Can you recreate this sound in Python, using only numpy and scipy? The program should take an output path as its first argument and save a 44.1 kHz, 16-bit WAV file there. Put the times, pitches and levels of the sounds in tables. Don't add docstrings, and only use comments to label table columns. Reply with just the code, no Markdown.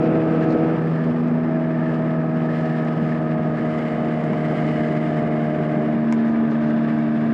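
import sys
import numpy as np
from scipy import signal
from scipy.fft import rfft, irfft
from scipy.io import wavfile

SR = 44100
rng = np.random.default_rng(int(sys.argv[2]) if len(sys.argv) > 2 else 0)


def to_wav(sig):
    pcm = np.clip(np.atleast_2d(sig), -1, 1) * 32767
    pcm = np.round(pcm).astype(np.int16)
    wavfile.write(sys.argv[1], SR, pcm.T)


N = 323253
CRUISE_PER_S, CUTOFF_HZ = 78, 15000


def from_db(db):
    return 10 ** (np.asarray(db) / 20)


def rms_one(x):
    return x / np.sqrt(np.mean(x ** 2) + 1e-20)


def in_time(rows):
    times, values = np.transpose(rows)
    return np.interp(np.arange(N) / SR, times, values)


def arch(middle, length):
    return np.cos(np.pi * np.clip((np.arange(N) / SR - middle) / length, -.5, .5))


def swells(rows):
    return from_db(sum(change_db * arch(middle, length) ** 2 for middle, length, change_db in rows))


def drift(rate):
    hz = np.arange(N // 2 + 1) * SR / N
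    return rms_one(irfft(rfft(rng.standard_normal(N)) / (1 + (hz / rate) ** 2), N))


def coloured_noise(spectrum):
    hz, level_db = np.transpose(spectrum)
    bins = np.maximum(np.arange(N // 2 + 1) * SR / N, 1)
    gain = from_db(np.interp(np.log(bins), np.log(hz), level_db))
    gain *= np.minimum(bins / hz[0], 1) * np.minimum(hz[-1] / bins, 1) ** 4
    return rms_one(irfft(rfft(rng.standard_normal(N)) * gain, N))


def butter(x, hz, kind, order=2):
    return signal.sosfilt(signal.butter(order, hz, kind, fs=SR, output="sos"), x)


def ring(clicks, hz, t60):
    decay, step = from_db(-60 / (t60 * SR)), 2 * np.pi * hz / SR
    return signal.lfilter([0, np.sin(step)], [1, -2 * decay * np.cos(step), decay ** 2], clicks + 1e-18)


def pulsing(cycles, depth):
    return 1 + depth * np.cos(2 * np.pi * cycles)


# place, arrives t/s, leaves t/s
MIC_STOPS = [("screen", 0, .6), ("console", .96, 1.38), ("wheel", 1.5, 3.3), ("dials", 3.85, 5.8),
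             ("lap", 6.08, 6.38), ("shifter", 6.58, 7.33)]
def at_microphone(usual_db, **near_db):
    return in_time([(t, from_db(usual_db + near_db.get(place, 0)))
                    for place, *stay in MIC_STOPS for t in stay])


# middle t/s, length/s, level/dB
RUSTLES = [(.04, .04, -58), (.43, .07, -60), (.51, .07, -56.5), (6.12, .07, -62), (6.19, .07, -63),
           (6.29, .14, -63), (6.52, .06, -59), (6.67, .16, -63)]
# f/Hz, relative level/dB
RUSTLE_SPECTRUM = [(1500, -24.5), (3200, -8.5), (4200, 3), (5200, -4.5), (6500, -8.5), (10000, -29)]
def rustle():
    rubbing = sum(from_db(level_db) * arch(middle, length) for middle, length, level_db in RUSTLES)
    return rubbing * rms_one(coloured_noise(RUSTLE_SPECTRUM) * from_db(2.2 * drift(260)))


# middle t/s, length/s, rise/dB
GUSTS = [(1.03, 0.64, 4), (1.92, .3, 4.5), (2.62, 0.78, 6), (3.05, 0.68, 5.5), (3.72, 0.78, 4),
         (4.7, 1.8, 4)]
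def wind_gains():
    gusts = swells(GUSTS)
    return gusts, gusts * at_microphone(-57, screen=3.7, dials=2.6, shifter=2.5)


# middle t/s, length/s, rise/dB
RATTLES = [(2.62, .1, 12), (3.05, .14, 2), (4.24, .1, 12), (4.39, .06, 7), (4.65, .1, 12), (4.84, 0.13, 8),
           (5.18, .06, 16)]
# t/s, relative level/dB, brightness f/Hz
CLICKS = [(.436, -53, 5000), (1.283, -54, 7500), (2.849, -49.5, 8970), (3.79, -52, 8000),
          (4.239, -51, 9000), (4.333, -32, 2300), (6.125, -31.5, 10000), (6.987, -43, 4200)]
# f/Hz, relative level/dB, time to fade by 60 dB/s
TRIM_TONES = [(1020, 6.5, .025), (1550, 1, .018), (2200, 4.5, .014), (3900, -10, .005), (4600, -10, .004),
              (5500, -3, .005), (6650, -2.5, .004), (7500, -4.5, .004), (9100, -10, .003)]
def trim(wind, ticks_per_s=220, echo_s=.1):
    sizes = rng.standard_normal(N) * wind * from_db(-16.5) * swells(RATTLES)
    touches = sizes * (rng.random(N) < ticks_per_s / SR)
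    for t, level_db, brightness_hz in CLICKS:
        contact = butter(signal.unit_impulse(256), brightness_hz, "low")
        start = round(t * SR)
        touches[start:start + len(contact)] += from_db(level_db + 3.8) * contact
    direct = sum(ring(touches, hz, t60) * from_db(level_db) * (-1) ** k
                 for k, (hz, level_db, t60) in enumerate(TRIM_TONES))
    age = np.arange(SR // 4) / SR
    echo = rng.standard_normal(len(age)) * from_db(-60 * age / echo_s)
    return direct + from_db(-9) * signal.fftconvolve(direct, echo / np.linalg.norm(echo))[:N]


def ringing_noise(bands):
    out = np.zeros(N)
    for hz, width_hz, level_db in bands:
        edges = [hz - width_hz / 2, hz + width_hz / 2]
        out += from_db(level_db) * rms_one(butter(rng.standard_normal(N), edges, "band"))
    return rms_one(out)


# f/Hz, width/Hz, relative level/dB
DASH_BANDS = [(1733, 140, 3), (1864, 47, -8), (2170, 120, -12.5)]
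# middle t/s, length/s, rise/dB
SPURTS = [(.44, 0.11, 13), (.84, .2, 4.5), (.98, 0.19, 10), (1.88, 0.53, 6), (2.48, 0.16, 7),
          (2.72, 0.6, 4.5), (3.1, 0.3, 6.5), (3.57, 0.2, 5), (4.63, 0.3, 3), (4.82, 0.29, 6.5),
          (5.15, .25, 3.5), (6.29, .24, 5), (6.68, 0.24, 3)]
def dashboard_buzz():
    buzz = ringing_noise(DASH_BANDS) * swells(SPURTS) * from_db(2 * drift(60))
    return buzz * at_microphone(-48, screen=-7, console=-2, shifter=.95)


# f/Hz, width/Hz, relative level/dB
CONSOLE_BANDS = [(1190, 95, -6.5), (1556, 140, -0.5), (1950, 220, -6.5), (2297, 76, -10.5),
                 (2760, 220, -13.5), (3520, 490, -16)]
def console_hollow():
    return ringing_noise(CONSOLE_BANDS) * at_microphone(-61, dials=8.6, lap=14.3, shifter=16.8)


# f/Hz, width/Hz, relative level/dB
HOOD_BANDS = [(1323, 130, -2.5), (1590, 140, -2.5), (2007, 160, 4), (2143, 140, 0.5), (2970, 220, -6.5),
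              (4300, 1700, -23), (7160, 2200, -23)]
def dial_hood(gusts):
    return ringing_noise(HOOD_BANDS) * gusts * at_microphone(-60, dials=15, wheel=4.3)


# f/Hz, width/Hz, relative level/dB
COLUMN_BANDS = [(627, 55, -0.5), (707.5, 70, 2), (1599, 180, -8), (2450, 150, -16), (3650, 330, -27.5)]
def column_hollow(cycles):
    throb = ringing_noise(COLUMN_BANDS) * pulsing(cycles, depth=.64)
    return throb * at_microphone(-48.5, wheel=6.6, dials=9.9)


# f/Hz, width/Hz, relative level/dB
SCREEN_BANDS = [(260, 74, -0.5), (338, 44, -4.5), (465, 98, 0.5), (577, 70, -11.5), (793, 130, -13),
                (1325, 240, -14.5), (1540, 130, -16), (2370, 720, -17.5)]
def windscreen_hollow():
    return ringing_noise(SCREEN_BANDS) * at_microphone(-57, screen=30.2, console=5.9)


# f/Hz, relative level/dB
RUSH_SPECTRUM = [(700, -15.5), (950, 0.5), (1240, 1), (1420, -4), (1660, -2), (2300, -11.5), (2850, -17),
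                 (3300, -22), (3750, -27.5), (4200, -29), (5100, -29.5), (6000, -40.5), (7600, -41.5),
                 (10000, -51), (14000, -56.5)]
def air_rush(wind, split_hz=2764):
    air = coloured_noise(RUSH_SPECTRUM)
    body = rms_one(butter(air, split_hz, "low", order=5))
    hiss = rms_one(butter(air, split_hz, "high", order=5))
    return body * at_microphone(-40, screen=1.8, dials=.54) + hiss * wind


def buffet(noise, cycles, split_hz=1400, flutter_db=1.4):
    low = butter(noise, split_hz, "low", order=3)
    high = butter(noise, split_hz, "high", order=3)
    return (low + high * from_db(flutter_db * drift(36))) * pulsing(cycles, depth=.04)


# f/Hz, relative level/dB
ROAD_SPECTRUM = [(20, -35.5), (45, -30), (80, -13), (110, -11), (140, -1), (200, 1.9), (280, -2), (390, -3),
                 (450, -6), (520, -12.5), (570, -7), (650, -5), (730, -14), (850, -14), (1200, -44.5)]
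def road_roar(speed):
    change_db = .14 * (speed - CRUISE_PER_S) + .95 * drift(7.7)
    roar = coloured_noise(ROAD_SPECTRUM) * from_db(change_db)
    return roar * at_microphone(-28, screen=3.3, dials=.7, lap=-.3, shifter=-.6)


STANDING_WAVES = { "screen": {3: -1, 3.5: 13, 4: 11.2, 5: 13, 5.5: 10, 6: 11.3, 7: 6, 8: 1.8, 9: 11.4, 10:
                  3, 15: 4, 16: 8, 17: 5.5}, "console": {2: 0.33, 3: 4.8, 5: 6.7, 6: 0.92, 8: -6, 16: 1.5},
                  "wheel": {2: .5, 3: 0.63, 4: 1.2, 5: -5.5, 6: 3.4, 8: 0, 9: 7.1, 16: 6.3}, "dials": {2:
                  0.94, 5: 7, 6: 6.6, 7: 5, 9: 6.6, 14: 6.4, 16: 4, 17: -3}, "lap": {2: -4.5, 3: 7.2, 8:
                  -6.5, 10: -7, 13: 13, 15: -6}, "shifter": {2: -1.6, 3: 5.25, 6: -13, 8: -8.5, 9: 1.5, 10:
                  -5, 13: 8, 15: -4}, }
CROSSINGS = {2: [(.58, 0.38, -1.5), (.9, 0.29, 2.5), (1.4, 0.74, -1.5), (3.9, 1.1, -4), (6.34, 0.32, -4)],
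             3: [(.86, 0.78, -7), (1.55, 0.38, 3)], 4: [(1.15, 0.64, 0), (1.8, 1, 3), (3.0, 1, -1),
             (4.2, 0.4, -7)], 6: [(.84, .3, 1), (1.58, 0.65, -10), (2.1, 1, -4.5)], 8: [(.8, 0.43, -13),
             (1.13, 0.24, -10), (1.55, 0.37, 2.5), (2.0, 0.37, 0), (3.0, 0.58, -4), (5.65, 1, 1.5),
             (6.38, .25, -3.5), (6.68, 0.44, 7)], 9: [(1.6, 1.8, -16.5)], 16: [(1.65, 0.62, -7),
             (3.6, 3, 3.5), (6.45, 0.46, 8.5)]}
def standing_waves(order):
    near_db = {place: changes.get(order, 0) for place, changes in STANDING_WAVES.items()}
    return at_microphone(0, **near_db) * swells(CROSSINGS.get(order, []))


STRONG_ORDERS = {2: (-26.5, .9), 3: (-26, 0), 4: (-31.4, -1.5), 5: (-48.5, 0), 6: (-42.2, 1.3),
                 8: (-31.8, -0.48), 9: (-44, -2.5), 16: (-51.3, 0.71)}
WEAK_ORDERS = {1: -60, 3.5: -52, 4.5: -53, 5.5: -57, 7: -52, 8.5: -56, 10: -50.5, 11: -53.5, 12: -58, 13:
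               -62, 14: -63, 15: -51.5, 17: -57}
def engine(speed, cycles):
    phase = 2 * np.pi * (cycles + .0015 * drift(6))
    levels = [(order, cruise_db + slope_db * (speed - CRUISE_PER_S))
              for order, (cruise_db, slope_db) in STRONG_ORDERS.items()]
    levels += [(order, level_db + 2 * drift(1.9)) for order, level_db in WEAK_ORDERS.items()]
    out = np.zeros(N)
    for order, level_db in levels:
        strength = from_db(level_db) * standing_waves(order) * (1 + .026 * drift(25))
        lag = 1.1 * order ** 2
        sway = .024 * order * drift(.94)
        out += strength * np.sqrt(2) * np.sin(order * phase - lag + sway)
    return out


# t/s, f/Hz
ENGINE_SPEED = [(0, 80.2), (1.6, 80.28), (2.4, 79.62), (3.8, 78.03), (5.3, 76.85), (6.2, 76.28),
                (7.33, 76.1)]
def scene():
    speed = in_time(ENGINE_SPEED)
    cycles = np.cumsum(speed) / SR
    gusts, wind = wind_gains()
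    drone = engine(speed, cycles)
    roar = road_roar(speed)
    air = air_rush(wind)
    ringing = (windscreen_hollow() + dial_hood(gusts) + column_hollow(cycles)
               + dashboard_buzz() + console_hollow())
    ticks = trim(wind)
    cabin = buffet(air + ringing, cycles)
    return (drone + roar + cabin + ticks + rustle())[None, :]


def record(dry):
    return signal.sosfilt(signal.ellip(10, .1, 80, CUTOFF_HZ, fs=SR, output="sos"), dry)


dry = scene()
out = record(dry)
to_wav(out)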